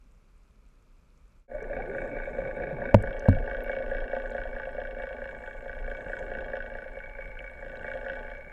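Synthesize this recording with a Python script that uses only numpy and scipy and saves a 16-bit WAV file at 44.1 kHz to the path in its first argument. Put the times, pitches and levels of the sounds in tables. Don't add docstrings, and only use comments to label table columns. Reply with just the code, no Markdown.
import sys
import numpy as np
from scipy import signal
from scipy.fft import rfft, irfft
from scipy.io import wavfile
from scipy.ndimage import uniform_filter1d

SR = 44100
rng = np.random.default_rng(int(sys.argv[2]) if len(sys.argv) > 2 else 0)


def to_wav(sig):
    pcm = np.clip(np.atleast_2d(sig), -1, 1) * 32767
    pcm = np.round(pcm).astype(np.int16)
    wavfile.write(sys.argv[1], SR, pcm.T)


N = 375732
TIME = np.arange(N) / SR

# hz, level_db (per Hz)
DECK_RUMBLE_COLOUR = [(10, -27), (30, 3.5), (50, -2.5), (95, -20), (135, -19), (260, -22.5), (320, -30),
                      (540, -28), (750, -38), (1300, -31.5), (1900, -44.5), (2430, -35.5), (3100, -52),
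                      (6000, -89)]
DECK_HISS_COLOUR = [(1000, 3), (3800, -0.5), (7400, -2.5), (8800, -6.5), (12600, -8), (13400, -25),
                    (15000, -35)]

# hz, level_db (per Hz)
RUSH_COLOUR = [(30, -5.5), (70, -3), (130, 1), (200, -2.5), (330, -6.5), (450, 2), (600, -4), (800, -10.5),
               (1050, -28.5), (2400, -33), (3200, -52.5), (6000, -65.5), (12000, -80.5)]
WASH_COLOUR = [(100, -23.5), (200, -10), (250, -3), (330, -1.5), (450, 3.5), (600, -2.5), (800, -10.5),
               (1050, -29), (2400, -34), (4000, -59.5), (12000, -84.5)]
SWAY_COLOUR = [(5, -18.5), (15, -6), (26, 2.5), (42, -6.5), (65, -15.5), (110, -32), (300, -86)]
HISS_COLOUR = [(100, -1.5), (3600, 5.5), (4800, -2.5), (6000, -7), (6700, 1.5), (7600, -5), (9500, -3),
               (12600, -2), (13200, -17), (15000, -20.5)]
# peak_s, deep_rush_db, hollow_churn_db, half_length_s
SWIRLS = [(1.898, -43.5, -44, .26), (2.72, -39.5, -49.5, 0.3), (3.6, -57.5, -48.5, 0.68),
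          (6.268, -50, -50.5, 0.2), (7.8, -54, -67, 0.14)]
# peak_s, peak_db, half_length_s
SURGES = [(1.75, -44, .15), (3.95, -38, 0.078), (4.48, -38.5, .12), (5.84, -37, .1), (6.5, -44, 0.21)]
# start_s, peak_db, pitch_hz, rise_hz_per_s
GURGLES = [(1.54, -29, 593, 300), (1.615, -34.5, 423, 806), (1.70, -28.5, 588, -200),
           (1.78, -34, 689, 4004), (1.885, -32, 392, 398), (2.108, -39.5, 277, 502.5),
           (2.72, -33.5, 175, -1200), (2.825, -44, 860, 4504), (2.865, -36.5, 203, 2500),
           (6.172, -49, 924, 1504)]
# peak_s, peak_db, half_length_s
CLOUDS = [(2.03, -79.5, .08), (2.33, -80, 0.098), (4.3, -84.5, .15), (5.45, -80.5, 0.22), (6.1, -78, 0.17),
          (7.9, -82.5, 0.26)]
# start_s, peak_db, centre_hz, width_hz
CLICKS = [(1.627, -53, 6000, 1500), (3.025, -42.5, 8600, 3500), (3.195, -41.5, 6400, 2200),
          (3.29, -41.5, 7100, 7000), (3.29, -41, 4180, 700), (3.6382, -46.5, 12300, 1800),
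          (4.3047, -54.5, 7200, 2500), (4.319, -51, 3850, 500), (6.192, -50, 6560, 2500),
          (7.3901, -36, 2750, 303), (7.77, -50, 3900, 600)]

# start_s, thud_db, clack_peak_db, brightness_hz, pitch_factor (on the mount)
KNOCKS = [(2.9444, -36, 2.5, 1100, 1.8), (2.9477, -15.5, 1.5, 895, 0.97), (3.2854, -24, -6.5, 390, 2.6),
          (3.2867, -14, -13.5, 260, 0.89), (3.347, -38, -46, 200, 1.3)]
# pitch_hz, level_db, t60_s
MOUNT = [(22.4, -15.5, 0.58), (43.7, -8.5, 0.47), (102.4, 8, 0.15), (169, -10, 0.11), (217, -12, 0.25),
         (277, -35, 0.04)]
# centre_hz, width_hz, relative level_db
SHELL_MODES = [(90, 190, 3), (205, 57, 9.0), (553, 250, 4.5), (933, 350, -2.5), (1530, 980, -11.5),
               (2500, 710, -22), (6000, 4600, -39)]

# centre_hz, width_hz, relative level_db
BUZZ_MODES = [(2353, 150, 2), (2581, 76, -4), (3670, 330, -17)]
# s_into_cycle, boom_db, clatter_db, tick_db
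BLOWS = [(.0005, -39.5, -35.5, -53), (.0144, -28.5, -28.5, -55), (.0348, -37, -37, -57),
         (0.0494, -33.5, -30.5, -56), (.0700, -38, -35.5, -53), (.0790, -45, -39, -73.5),
         (.0855, -29.5, -41, -67.5), (.1000, -39.5, -39.5, -80.5), (.1078, -45, -35, -55),
         (.1160, -40, -44, -68), (.1240, -35, -43, -66.5), (.1462, -37, -37.5, -60),
         (.1630, -33.5, -35.5, -63), (.1775, -46, -39, -72), (.1832, -36, -40, -57),
         (0.1974, -27, -30.5, -62), (.2105, -41.5, -43.5, -72)]
# centre_hz, width_hz, relative level_db
HULL = [(241.9, 28, -13), (429.6, 62, -14.5), (535.4, 53, 1.5), (587, 59, -3.5), (673, 25, -10.5),
        (711, 31.3, -7.5), (780, 62, -28), (859, 23.3, -12.5), (924, 102, -26.5), (1154, 106, -24.5),
        (1496, 67, -3.5), (1617.4, 68, -4), (1686, 120, -8.5), (1800, 94, -16), (1912, 40, -14.5),
        (2194, 150, -26.5), (2255.3, 61, -17.5), (2600, 71, -30), (2773, 250, -29), (3130, 180, -35),
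        (3260, 34, -29.5), (3466, 172, -39.5), (3720, 280, -43), (4125, 77, -49.5), (4460, 181, -59),
        (5260, 400, -54.5)]
# time_s, crankshaft_rpm
SPEED = [(2.3, 552.32), (3.2, 545.36), (4.2, 555.67), (5.2, 544.53), (6.9, 553.47), (7.3, 543.67),
         (8.4, 555.88)]
# time_s, level_db
REACH = [(1.5, -5.5), (1.8, -1), (3.0, 0), (3.8, 2.7), (4.75, -.5), (5.15, 0), (5.55, -4.5), (5.9, -.5),
         (6.5, 2), (7.05, -6), (7.55, -6), (7.92, 2.5), (8.2, 2), (8.5, -9)]
# peak_s, peak_db, half_length_s
RING_SWELLS = [(2.3, -53, 0.58), (3.7, -50.5, 0.093), (7.25, -51.5, 0.23), (7.88, -49.5, 0.041),
               (8.45, -52.5, 0.21)]

DIVE_S = 1.478
FLOOD_S, FIRST_WET = 0.23, 0.29
SEATED_S = 2.95
FLOW_DB, WASH_DB = -56.5, -56
SWAY_DB = -42
SHOVE_DB, SHOVE_S = -26, .085
STRAY_BUBBLES_DB, FIZZ_DB = -88, -93.5
BUZZ_DB, BUZZ_RISE_S = -61.5, 0.29
FIRST_CYCLE_S = 1.3160
TURNS_PER_CYCLE = 2
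RING_DB = -56
LOOSE_TICK_DB = -9
BOOM_FADE_DB_PER_S = 1
CHURN_SHARE = .6
EDGE_HZ = 15200


def amp(db):
    return 10 ** (np.asarray(db) / 20)


def unit(x):
    return x / np.sqrt(np.mean(x ** 2) + 1e-20)


def add(mix, s, sound):
    part = mix[round(s * SR):][:len(sound)]
    part += sound[:len(part)]


def noise(colour):
    hz, db = np.transpose(colour)
    bins_hz = np.fft.rfftfreq(N, 1 / SR)
    gain = amp(np.interp(np.log(bins_hz + 1), np.log(hz), db))
    return unit(irfft(rfft(rng.standard_normal(N)) * gain, N))


def flutter(per_s, depth_db):
    steps = rng.standard_normal(4000)
    return amp(depth_db * np.interp(TIME * per_s, np.arange(len(steps)), steps))


def swells(events, steady_db):
    power = sum(amp(db) ** 2 * np.exp(-((TIME - s) / half_s) ** 2) for s, db, half_s in events)
    return np.sqrt(amp(steady_db) ** 2 + power)


def ring(modes, size=8192):
    f = abs(np.fft.fftfreq(size, 1 / SR))
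    power = sum((amp(db) / (1 + (2 * (f - hz) / width) ** 2)) ** 2 for hz, width, db in modes)
    log_gain = np.log(power / power.max() + 1e-10) / 2
    spectrum = np.exp(np.conj(signal.hilbert(log_gain)))
    response = np.fft.ifft(spectrum).real[:size // 2]
    return response / np.linalg.norm(response)


def fizz(per_s, spread_db, low_hz, high_hz, decay_s, count=16):
    t, out = np.arange(512) / SR, np.zeros(N)
    for hz in np.geomspace(low_hz, high_hz, count):
        strikes = rng.random(N) < per_s / count / SR
        strengths = amp(spread_db * np.minimum(rng.exponential(1, N), 3))
        ping = np.sin(2 * np.pi * hz * t) * t * np.exp(-t / decay_s)
        out += signal.oaconvolve(strikes * strengths, ping)[:N]
    return unit(out)


def reach_db():
    return np.interp(TIME, *np.transpose(REACH))


def boom_swell_db(share=1.39):
    return share * reach_db() - BOOM_FADE_DB_PER_S * (TIME - DIVE_S)


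def looseness(settle_s=.12):
    return np.clip(.5 + (SEATED_S - TIME) / settle_s, 0, 1)


def wetted():
    return np.clip(FIRST_WET + (TIME - DIVE_S) / FLOOD_S, 0, 1)


def deck():
    rumble = amp(-55.5) * noise(DECK_RUMBLE_COLOUR) * flutter(per_s=19, depth_db=0.1)
    hiss = amp(-79) * noise(DECK_HISS_COLOUR)
    ticking = fizz(per_s=70, spread_db=4, low_hz=3500, high_hz=8000, decay_s=.00015)
    return rumble + hiss + amp(-88) * ticking


def gurgles(swell_s):
    t, out = np.arange(SR // 6) / SR, np.zeros(N)
    shape = (t / swell_s * np.exp(1 - t / swell_s)) ** 2
    for s, db, hz, rise in GURGLES:
        add(out, s, amp(db) * shape * np.sin(2 * np.pi * (hz + rise * t / 2) * t))
    return out


def water():
    deep = swells([(s, db, half_s) for s, db, _, half_s in SWIRLS], FLOW_DB)
    hollow = swells([(s, db, half_s) for s, _, db, half_s in SWIRLS], WASH_DB + boom_swell_db())
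    rush = noise(RUSH_COLOUR) * deep * unit(flutter(per_s=45, depth_db=3.5))
    wash = noise(WASH_COLOUR) * hollow
    shoves = [np.exp(-abs(TIME - knock[0]) / SHOVE_S) * (TIME > knock[0]) for knock in KNOCKS]
    shove = np.max(shoves, axis=0)
    sway_gain = swells(SURGES, SWAY_DB + .4 * reach_db()) + amp(SHOVE_DB) * shove
    sway = noise(SWAY_COLOUR) * sway_gain
    hiss = amp(-78.5) * noise(HISS_COLOUR) * flutter(per_s=30, depth_db=.7)
    return wetted() * (rush + wash) + sway + hiss + gurgles(swell_s=0.014)


def bubbles():
    cloud = fizz(per_s=700, spread_db=4, low_hz=6400, high_hz=8300, decay_s=.0003)
    strays = fizz(per_s=60, spread_db=5, low_hz=6300, high_hz=9300, decay_s=.0004)
    return swells(CLOUDS, FIZZ_DB) * cloud + amp(STRAY_BUBBLES_DB) * strays


def clicks(decay_s):
    t, out = np.arange(1024) / SR, np.zeros(N)
    for s, db, hz, width in CLICKS:
        grit = rng.standard_normal(len(t)) * np.exp(-t / decay_s)
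        snap = signal.fftconvolve(grit, ring([(hz, width, 0)]))
        add(out, s, amp(db) * snap / abs(snap).max())
    return out


def knocks():
    t, out = np.arange(SR // 2) / SR, np.zeros(N)
    shell = ring(SHELL_MODES)
    for s, thud_db, clack_db, bright_hz, pitch in KNOCKS:
        bent_time = np.cumsum(pitch * flutter(per_s=60, depth_db=.25)[:len(t)]) / SR
        thud = sum(amp(db - 60 * t / t60) * np.sin(2 * np.pi * hz * bent_time) for hz, db, t60 in MOUNT)
        soft_onset = 1 - np.exp(-t / 0.0016)
        clack = signal.lfilter(*signal.butter(1, bright_hz, fs=SR), shell)
        add(out, s, amp(thud_db) * thud * soft_onset)
        add(out, s, -amp(clack_db) * clack / abs(clack).max())
    return out


def buzz(diesel, size=100):
    jolt = np.sqrt(abs(uniform_filter1d(np.gradient(diesel) ** 2, size)))
    shake = rng.standard_normal(N) * jolt * flutter(per_s=150, depth_db=3)
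    rattle = unit(signal.oaconvolve(shake, ring(BUZZ_MODES))[:N])
    envelope = np.clip((TIME - DIVE_S) / BUZZ_RISE_S, 0, 1) * looseness()
    return amp(BUZZ_DB) * envelope * rattle


def cycle_starts():
    cycles_per_s = np.interp(TIME, *np.transpose(SPEED)) / 60 / TURNS_PER_CYCLE
    cycles = np.cumsum(cycles_per_s * (TIME >= FIRST_CYCLE_S)) / SR
    return np.append(FIRST_CYCLE_S, TIME[1:][np.diff(np.floor(cycles)) > 0])


def engine_path(blow_db, swell_db, low_hz, high_hz, lag_s, burst_s, scatter, rattle, bed_db, uneven_db):
    body = ring([mode for mode in HULL if low_hz <= mode[0] < high_hz])
    t, starts = np.arange(1024) / SR, cycle_starts()
    burst = np.exp(-t / burst_s)
    burst /= np.linalg.norm(burst)
    drive = np.zeros(N)
    for blow, db in zip(BLOWS, blow_db):
        route = (t == 0) + scatter * burst * rng.standard_normal(len(t))
        route /= np.linalg.norm(signal.fftconvolve(route, body))
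        forces = amp(db + uneven_db * rng.standard_normal(len(starts)))
        for s, force in zip(starts, forces):
            fresh_rattle = rattle * burst * rng.standard_normal(len(t))
            add(drive, s + blow[0] + lag_s, force * (route + fresh_rattle))
    churn = amp(bed_db + CHURN_SHARE * swell_db) * rng.standard_normal(N)
    excitation = (unit(drive) * amp(swell_db) + churn) * (TIME > FIRST_CYCLE_S)
    return unit(signal.oaconvolve(excitation, body)[:N])


def engine():
    _, boom_db, clatter_db, tick_db = np.transpose(BLOWS)
    reach, muffle_db = reach_db(), LOOSE_TICK_DB * looseness()
    heavy = dict(burst_s=.004, scatter=.55, rattle=.5, bed_db=-14, uneven_db=1.2)
    crisp = dict(burst_s=.0031, scatter=.48, rattle=.52, bed_db=-11.5, uneven_db=1.2)
    loose = dict(burst_s=.0036, scatter=.5, rattle=.8, bed_db=-7, uneven_db=1.2)
    snappy = dict(burst_s=.003, scatter=.7, rattle=.8, bed_db=-10.5, uneven_db=1.2)
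    boom = engine_path(boom_db, boom_swell_db(), low_hz=0, high_hz=780, lag_s=0.002506, **heavy)
    rap = engine_path(0.7 * boom_db, 0.49 * boom_swell_db(), low_hz=780, high_hz=1300, lag_s=.0012, **loose)
    clatter = engine_path(clatter_db, reach, low_hz=1300, high_hz=2000, lag_s=0, **crisp)
    ticks = engine_path(tick_db, 1.3 * reach + muffle_db, low_hz=2500, high_hz=3900, lag_s=0, **snappy)
    both_db = 0.35 * clatter_db + 0.24 * tick_db
    thin = engine_path(both_db, 0, low_hz=2000, high_hz=2500, lag_s=-.0012, **loose)
    thin_ring = thin * swells(RING_SWELLS, RING_DB)
    sizzle_swell_db = .75 * reach + 0.45 * muffle_db
    sizzle = engine_path(both_db, sizzle_swell_db, low_hz=3900, high_hz=8000, lag_s=0, **loose)
    body = amp(-55.0) * rap + amp(-45.0) * clatter + thin_ring
    treble = amp(-65.0) * ticks + amp(-82) * sizzle
    return amp(-39.5) * boom + wetted() * (body + treble)


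def scene():
    in_air = np.clip((DIVE_S - TIME) / 0.1, 0, 1)
    submerged = np.clip((TIME - DIVE_S) / 0.034, 0, 1)
    diesel = engine()
    sea = diesel + buzz(diesel) + water() + bubbles() + knocks() + clicks(decay_s=0.0011)
    return (in_air * deck() + submerged * sea)[None]


def record(dry):
    low_pass = signal.firwin(511, EDGE_HZ, window=("kaiser", 9), fs=SR)
    return signal.oaconvolve(np.clip(dry, -1, 1), low_pass[None], "same")


dry = scene()
out = record(dry)
to_wav(out)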